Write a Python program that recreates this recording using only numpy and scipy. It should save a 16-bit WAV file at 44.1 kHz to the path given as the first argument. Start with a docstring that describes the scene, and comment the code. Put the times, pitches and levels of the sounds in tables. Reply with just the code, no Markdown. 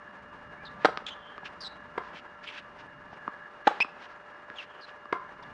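"""Rackets pop in a serve and a short rally on an outdoor hard court, heard from behind the near baseline.
Each stroke is a thump, a felt crack and ringing strings, with echoes from the ground and fences.
Ball and soles land with a click, ring and thump; shoes squeak as gliding tones and scuff as grainy noise.
Swings swish as coloured noise; far off lie an airy wash, an uneven rumble and the whine of a machine."""
import sys
import numpy as np
from scipy import signal
from scipy.fft import rfft, irfft
from scipy.io import wavfile

SR = 44100
rng = np.random.default_rng(int(sys.argv[2]) if len(sys.argv) > 2 else 0)


def transcribe(u):
    """Save the signal u as a 16-bit wav file named by the first command-line argument.

    u: samples, shape (n,) or (channels, n), limited to [-1, 1]; the rate is SR.
    q: integer samples, one column per channel.
    """
    v = np.clip(np.atleast_2d(u).T, -1, 1)
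    q = np.round(v * 32767).astype(np.int16)
    wavfile.write(sys.argv[1], SR, q)


N = 243873
TIME = np.arange(N) / SR
BRIEF = TIME[:SR // 10]   # the first 0.1 s, long enough for any single contact

# Strokes of the near and the far player. Each row: start in seconds, level in dB, string tuning ratio,
# thump in dB, thump in Hz, crack in dB, ground echo lag in seconds, ground echo in dB, bass edge in Hz.
NEAR_STROKES = [(0.8472, -13.5, 0.982, 4, 450, -4.5, 0.0066, -3, 50),
                (3.6700, -14.5, 1.034, 0.5, 443, -12.5, 0.003724, 4, 170)]
FAR_STROKES = [(1.9778, -23.5, 0.938, -0.31, 428, -12, 0.0021, -22, 80),
               (5.1258, -18.5, 0.96, -3, 388, -12, 0.002, -13, 80)]
# String bed and frame modes of each racket, before tuning.
# Each row: frequency in Hz, level in dB, build-up in seconds, t60 in seconds.
NEAR_RACKET_MODES = [(569, -4.5, 0.0025, 0.0075), (819, 0, 0.0046, 0.012), (1084, -19.5, 0.0003, 0.044),
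                     (1231, -16.5, 0.00055, 0.027), (1457, -3, 0.00078, 0.0064),
                     (1723, -25.5, 0.006, 0.033), (2190, -14.5, 0.00032, 0.012), (2820, -44, 0.0038, 0.022)]
FAR_RACKET_MODES = [(750, -11.5, 0.0055, 0.015), (1094, -2.5, 0.0053, 0.0054), (1380, -6, 0.0012, 0.0085),
                    (1730, -8, 0.00035, 0.019), (2194, -8, 0.00094, 0.01), (3430, -26, 0.0036, 0.0086)]
# Colour of the felt crack. Each row: frequency in Hz, relative density in dB per Hz.
CRACK_SPECTRUM = [(200, -4), (700, 6.5), (1500, 14.5), (2500, -2.5), (3800, 1), (5700, -13), (7500, -24),
                  (9500, -29), (11500, -64)]
# Reflections of each player's strokes from the fences. Each row: lag in seconds, level in dB.
NEAR_ECHOES = [(0.037, -16), (0.072, -27), (0.090, -35)]
FAR_ECHOES = [(0.023, -12.5), (0.035, -22.5), (0.262, -23)]


def strokes(table, modes, echoes, thump_t60, crack_t60, downward_db, echo_t60):
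    """The ball flattens with a thump and a crack of felt, and leaves the strings ringing."""
    out = np.zeros(N)
    for s, db, tuning, thump_db, thump_hz, crack_db, ground_s, ground_db, bass_hz in table:
        strings = sum(from_db(mode_db) * mode(hz * tuning, build_up, t60)
                      for hz, mode_db, build_up, t60 in modes)
        thump = from_db(thump_db) * mode(thump_hz, build_up=0.0011, t60=thump_t60)
        # the higher the contact, the later the ground echo; the tilted face beams the crack downward
        direct_path = (0, 0, 0)
        ground_path = (ground_s, ground_db, downward_db)
        for lag, path_db, beam_db in [direct_path, ground_path]:
            felt = noise(CRACK_SPECTRUM, size=len(BRIEF)) * struck(build_up=0.00054, t60=crack_t60)
            crack = from_db(crack_db + beam_db) * felt
            hit = band_pass(strings + thump + crack, bass_hz, high_hz=16000)
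            add(out, s + lag, from_db(db + path_db) * hit)
    dull = band_pass(off_axis(out), low_hz=470, high_hz=1900)
    for lag, echo_db in echoes:
        add(out, lag, from_db(echo_db) * smear(dull, t60=echo_t60))
    return out


def off_axis(x, hz=840, width_hz=260, dip_db=-6):
    """The main tone of the strings is beamed along the stroke, so less of it reaches the fences."""
    tone = signal.lfilter(*signal.iirpeak(hz, hz / width_hz, fs=SR), x)
    return x - (1 - from_db(dip_db)) * tone


# Ball and soles landing on the court.
# Each row: start in seconds, level in dB, ring in Hz, click in dB relative to the ring.
LANDINGS = [(0.9739, -27, 1240, 11), (1.021, -39, 500, -16), (1.3798, -30.5, 1210, -5),
            (1.4316, -36, 845, -20), (3.1295, -34.5, 820, -23), (3.2785, -18.5, 1143, -20),
            (3.8034, -24, 955, 11.5), (3.8466, -25.5, 1170, -13), (4.5008, -30.5, 1620, -6.5),
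            (5.0560, -33, 1150, -11)]
LANDING_CYCLES = 5.9   # every landing rings for the same number of cycles
LANDING_THUMP_DB = -14


def landings():
    """A click on the hard paint, a hollow ring and a low thump."""
    out = np.zeros(N)
    click = band_pass(np.exp(-BRIEF / 0.00008), low_hz=500, high_hz=5000, order=1)
    click = low_pass(click, hz=5500, order=10)
    click = click / click.max()
    thump = from_db(LANDING_THUMP_DB) * mode(hz=286, build_up=0.0053, t60=0.0019)
    for s, db, hz, click_db in LANDINGS:
        ring = mode(hz, build_up=0.00053, t60=LANDING_CYCLES / hz)
        add(out, s, from_db(db) * (ring + thump + from_db(click_db) * click))
    return out


# Rubber soles slipping. Each row: start in seconds, length in seconds, start in Hz, end in Hz, level in dB,
# growth over the slip in dB, roughness from 0 to 1, octave in dB, share beamed down the court in dB.
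SQUEAKS = [(0.572, 0.08, 2200, 2370, -60.5, 0, 0.3, -31, -14),
           (0.649, 0.039, 4200, 3680, -52.5, 3, 0.72, -36, -8),
           (1.062, 0.04, 3126, 3495, -42.5, -9.5, 0.84, -19, 2),
           (1.1, 0.044, 3230, 3110, -47, 3.5, 0.62, -23, 8),
           (1.604, 0.082, 4900, 3910, -41.5, 9.5, 0.68, -26.5, -2),
           (3.803, 0.028, 2400, 2595, -21, 5.5, 0.48, -18.5, -21.5),
           (4.557, 0.03, 3560, 3250, -53.5, 6, 0.35, -19, 10),
           (4.584, 0.029, 3004, 2670, -40, -6.5, 0.73, -29, 4.5),
           (4.807, 0.052, 4800, 4050, -55, 9, 0.66, -33, 4),
           (5.424, 0.017, 5120, 3470, -57.5, -1, 0.8, -42, -12)]
SETTLE_SHARE, RELEASE_SHARE = 0.7, 0.2   # shares of a slip spent settling in pitch and letting go
SMOOTHING = 0.37   # share of the roughness lost as the pitch settles
PITCH_JITTER = 0.1   # rms share of the pitch at full roughness


def squeaks(flutter_db=5, rasp_db=-5, ring_hz=220, catch_s=0.003):
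    """Stick and slip of rubber: a tone that catches roughly, glides, settles and lets go, with its echoes."""
    out, beamed, size = np.zeros(N), np.zeros(N), len(BRIEF)
    for s, length, start_hz, end_hz, db, growth_db, rough, octave_db, beam_db in SQUEAKS:
        progress = np.minimum(BRIEF / length, 1)
        glide = np.sin(np.pi / 2 * np.minimum(progress / SETTLE_SHARE, 1)) ** 2
        uneven = rough * (1 - SMOOTHING * glide)

        jitter = PITCH_JITTER * uneven * resonant_noise(0, 750, size=size)
        pitch = (start_hz + (end_hz - start_hz) * glide) * (1 + jitter)
        phase = 2 * np.pi * np.cumsum(pitch) / SR
        overtones = np.sin(2 * phase) + from_db(-21.5) * np.sin(3 * phase)
        tone = np.sin(phase) + from_db(octave_db) * overtones
        rasp = from_db(rasp_db) * uneven * resonant_noise(start_hz, 620, size=size)

        contact = np.minimum(BRIEF / catch_s, 1) * np.minimum((1 - progress) / RELEASE_SHARE, 1)
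        flutter = flutter_db * uneven * resonant_noise(0, 200, size=size)
        grip = contact * from_db(growth_db * (progress - .5) + flutter)
        grip = low_pass(grip, hz=ring_hz, order=1)   # the tread rings on briefly
        squeak = from_db(db) * grip * (np.sqrt(2) * tone + rasp)
        add(out, s, squeak)
        add(beamed, s, from_db(beam_db) * squeak)
    return out + side_fence(out) + back_fence(beamed)


# The side fence answers the squeaks. One row: lag in seconds, level in dB, t60 in seconds.
SIDE_FENCE = (0.023, -15.5, 0.3)


def side_fence(x):
    """A blurred return that lingers briefly after a squeak."""
    lag, db, t60 = SIDE_FENCE
    out = np.zeros(N)
    add(out, lag, from_db(db) * smear(band_pass(x, low_hz=3400, high_hz=4400), t60))
    return out


BACK_FENCE_S, BACK_FENCE_SPREAD_S = 0.17, 0.056   # lag of the strongest return, spread around it


def back_fence(x, hz=3150, width_hz=330, scale_db=-15):
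    """Shoe noise skims along the court and returns blurred from the far end."""
    blur = swell(BACK_FENCE_S, BACK_FENCE_SPREAD_S, BACK_FENCE_SPREAD_S)
    response = (resonant_noise(hz, width_hz) * blur)[:SR]
    response = response / np.abs(rfft(response)).max() * 2   # strongest frequency at gain 2
    return from_db(scale_db) * signal.fftconvolve(x, response)[:N]


# Soles dragging over grit.
# Each row: time of the strongest drag in seconds, rise in seconds, tread level in dB, grit level in dB.
SCUFFS = [(1.085, 0.011, -43.5, -45.5), (1.461, 0.0089, -44, -44.5), (2.085, 0.063, -72, -57.5),
          (2.184, 0.033, -50.5, -51.5), (2.444, 0.0092, -60.5, -48.5), (2.486, 0.013, -40, -66),
          (2.586, 0.053, -47, -49.5), (2.803, 0.014, -63, -52.5), (3.138, 0.015, -69, -58),
          (4.045, 0.035, -60, -51), (4.120, 0.026, -67, -58.5), (4.630, 0.048, -52, -51.5),
          (4.892, 0.021, -60.5, -55)]
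# Colour of the grit. Each row: frequency in Hz, relative density in dB per Hz.
GRIT_SPECTRUM = [(500, -17), (1500, 18.5), (3000, 9.5), (5500, 0.5), (7500, -16), (9800, -36.5),
                 (11500, -92.5)]
SCUFF_STOP_S, TREAD_HZ = 0.012, 2730   # every drag stops as quickly and rings the same tread


def scuffs(width_hz=600, grain_db=2.0):
    """A sliding sole: grainy hiss of grit and a broad resonance of the tread."""
    grit = noise(GRIT_SPECTRUM)
    tread = resonant_noise(TREAD_HZ, width_hz)
    drags = sum(swell(s, rise, SCUFF_STOP_S) * (from_db(tread_db) * tread + from_db(grit_db) * grit)
                for s, rise, tread_db, grit_db in SCUFFS)
    return drags * from_db(grain_db * resonant_noise(0, 320))


# Racket cutting the air.
# Each row: time of the fastest point in seconds, rise in seconds, fall in seconds, level in dB.
SWISHES = [(0.848, 0.029, 0.044, -47), (3.672, 0.013, 0.09, -45)]
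# Colour of the rushing air. Each row: frequency in Hz, relative density in dB per Hz.
SWISH_SPECTRUM = [(100, -49), (300, 8.5), (900, 3.5), (2000, 8.5), (4000, -6), (7000, -21.5), (11000, -50)]


def swishes():
    """Air rushes through the strings around the fastest point of each swing."""
    swings = sum(from_db(db) * swell(s, rise, fall) for s, rise, fall, db in SWISHES)
    return noise(SWISH_SPECTRUM) * swings


# Scatter from fences and trees.
# Each row: frequency in Hz, early gain in dB, early t60 in seconds, late gain in dB.
SCATTER = [(198, -13, 0.22, -24), (487, -29.5, 0.15, -34), (900, -18.5, 0.35, -16.5),
           (1610, -15, 0.13, -19.5), (3000, -17, 0.14, -25.5), (4970, -15, 0.27, -33),
           (10000, -10, 0.17, -28)]
LATE_T60_S = 1


def surroundings(x):
    """Quick scatter from the fences, then a faint long tail from the trees."""
    t, response = TIME[:SR], 0
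    onset = 1 - np.exp(-(t / 0.0034) ** 2)
    late = onset * from_db(-60 * t / LATE_T60_S)
    edges = np.geomspace(100, 12800, 8)   # octave bands, in Hz
    for low, high in zip(edges, edges[1:]):
        hz = np.sqrt(low * high)
        octave = signal.butter(3, [low, high], "band", fs=SR, output="sos")
        band = signal.sosfilt(octave, rng.standard_normal(SR))
        early = onset * from_db(-60 * t / at_hz(SCATTER, hz, axis=2))
        fences = from_db(at_hz(SCATTER, hz)) * early / np.linalg.norm(early)
        trees = from_db(at_hz(SCATTER, hz, axis=3)) * late / np.linalg.norm(late)
        response = response + band * (fences + trees)
    return signal.fftconvolve(x, response)[:N]


# Colours of the distant wash and rumble. Each row: frequency in Hz, relative density in dB per Hz.
AIR_SPECTRUM = [(20, -38.5), (70, -20.5), (180, -12), (400, -2.5), (660, -3.5), (1000, 2), (1600, -3),
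                (2000, -7.5), (2500, -14.5), (3300, -21.5), (5500, -30), (7400, -37.5), (7900, -47.5),
                (8600, -37.5), (10500, -52), (12000, -75.5)]
RUMBLE_SPECTRUM = [(20, -5.5), (60, 7), (110, 5), (190, 11), (300, 4.5), (600, -46.5)]
# Their course at the microphone, before trims. Each row: time in seconds, level in dB.
AIR_LEVEL = [(0, -51.5), (0.7, -49), (2.1, -50), (2.8, -50.5), (4.1, -49), (4.9, -50.5), (5.5, -49)]
RUMBLE_LEVEL = [(0, -59.5), (0.7, -52), (1.2, -59), (2.0, -55.5), (2.4, -61), (3.0, -54.5), (3.5, -63.5),
                (5.1, -66), (5.53, -51)]
# Distant machine, narrow bands of whine. Each row: centre in Hz, width in Hz, level in dB before its swell.
WHINE_BANDS = [(1076, 18, -71.5), (1185, 8.6, -63), (1353, 42, -62.5), (1687, 69, -56), (2828, 15, -77.5)]
# Distant machine, steady tones. Each row: frequency in Hz, level in dB.
MACHINE_TONES = [(593, -59.5), (2835, -69)]


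def outdoors(air_db=-2.0, rumble_db=-2.5, waver_db=1.84, whine_swell_db=2.5):
    """Distant wash, low uneven rumble and the whine of a machine."""
    waver = waver_db * resonant_noise(0, 23)
    air = from_db(in_time(AIR_LEVEL) + air_db + waver) * noise(AIR_SPECTRUM)
    rumble = from_db(in_time(RUMBLE_LEVEL) + rumble_db) * noise(RUMBLE_SPECTRUM)
    tones = sum(from_db(db) * wavering_tone(hz) for hz, db in MACHINE_TONES)
    whine = sum(from_db(db + whine_swell_db * resonant_noise(0, 5.4)) * resonant_noise(hz, width)
                for hz, width, db in WHINE_BANDS)
    return air + rumble + tones + whine


def wavering_tone(hz, wander_hz=2.04, waver_db=-0.25):
    """A far tone, unsteady in pitch and level through moving air; about unit power."""
    phase = 2 * np.pi * np.cumsum(hz + wander_hz * resonant_noise(0, 9.3)) / SR
    return np.sqrt(2) * np.sin(phase) * from_db(waver_db * resonant_noise(0, 8.3))


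def struck(build_up, t60):
    """Grows while the contact lasts, holds briefly, then is damped ever faster."""
    growth = np.sin(np.pi / 2 * np.minimum(BRIEF / build_up, 1))
    return growth * from_db(-60 * (np.maximum(BRIEF - build_up, 0) / t60) ** 2)


def mode(hz, build_up, t60):
    """One struck resonance."""
    return struck(build_up, t60) * np.sin(2 * np.pi * hz * BRIEF)


def smear(x, t60):
    """Reflection from an uneven surface: about the same power, spread in time."""
    scatter = rng.standard_normal(len(BRIEF)) * from_db(-60 * BRIEF / t60)
    return signal.fftconvolve(x, scatter / np.linalg.norm(scatter))


def swell(s, rise, fall):
    """A lopsided bell of height 1 at time s; rise and fall are its Gaussian spreads in seconds."""
    spread = np.where(TIME < s, rise, fall)
    return np.exp(-.5 * np.minimum(((TIME - s) / spread) ** 2, 10 ** 2))


def noise(spectrum, size=N):
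    """Unit noise with a given colour."""
    colour = from_db(at_hz(spectrum, np.fft.rfftfreq(size, 1 / SR)))
    return rms_one(irfft(rfft(rng.standard_normal(size)) * colour, size))


def resonant_noise(hz, width_hz, size=N):
    """Unit noise twice through one resonance; at 0 Hz a random fluctuation."""
    detune = (np.fft.rfftfreq(size, 1 / SR) - hz) / width_hz
    return rms_one(irfft(rfft(rng.standard_normal(size)) / (1 + detune ** 2), size))


def low_pass(x, hz, order=2):
    """Butterworth low-pass."""
    return signal.sosfilt(signal.butter(order, min(hz, SR / 2 - 1), fs=SR, output="sos"), x)


def band_pass(x, low_hz, high_hz, order=2):
    """Butterworth band-pass."""
    edges = [low_hz, min(high_hz, SR / 2 - 1)]
    return signal.sosfilt(signal.butter(order, edges, "band", fs=SR, output="sos"), x + 1e-18)


def from_db(db):
    """Decibels to gain."""
    return 10 ** (np.asarray(db) / 20)


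def rms_one(x):
    """Scale to unit power."""
    return x / np.sqrt(np.mean(x ** 2) + 1e-20)


def in_time(rows):
    """A control curve at every sample."""
    return np.interp(TIME, *np.transpose(rows))


def at_hz(points, hz, axis=1):
    """One column of a table, read on a log-frequency axis."""
    table = np.array(points)
    return np.interp(np.log(np.maximum(hz, 1)), np.log(table[:, 0]), table[:, axis])


def add(track, s, sound):
    """Mix a sound into a track from time s on."""
    at = max(round(s * SR), 0)
    part = sound[:max(len(track) - at, 0)]
    track[at:at + len(part)] += part


def scene():
    """Both players, the court around them and the background; the far player sounds wetter."""
    near = strokes(NEAR_STROKES, NEAR_RACKET_MODES, NEAR_ECHOES,
                   thump_t60=0.0071, crack_t60=0.013, downward_db=4.5, echo_t60=0.012)
    far = strokes(FAR_STROKES, FAR_RACKET_MODES, FAR_ECHOES,
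                  thump_t60=0.0099, crack_t60=0.012, downward_db=1, echo_t60=0.06)
    shoes = squeaks() + scuffs()
    taps = landings()
    rackets_sent = from_db(1.5) * off_axis(near) + from_db(5.5) * far
    court_sent = from_db(-7.0) * shoes + from_db(-1.0) * taps
    wet = surroundings(rackets_sent + court_sent)
    play = near + far + shoes + taps + swishes() + wet
    play = band_pass(play, low_hz=94, high_hz=13700)   # small sources radiate little bass
    return (play + outdoors())[None]


def record(dry):
    """One microphone channel, its top cut steeply above 10.9 kHz."""
    return signal.sosfilt(signal.ellip(10, 0.1, 70, 10900, fs=SR, output="sos"), dry)


dry = scene()
out = record(dry)
transcribe(out)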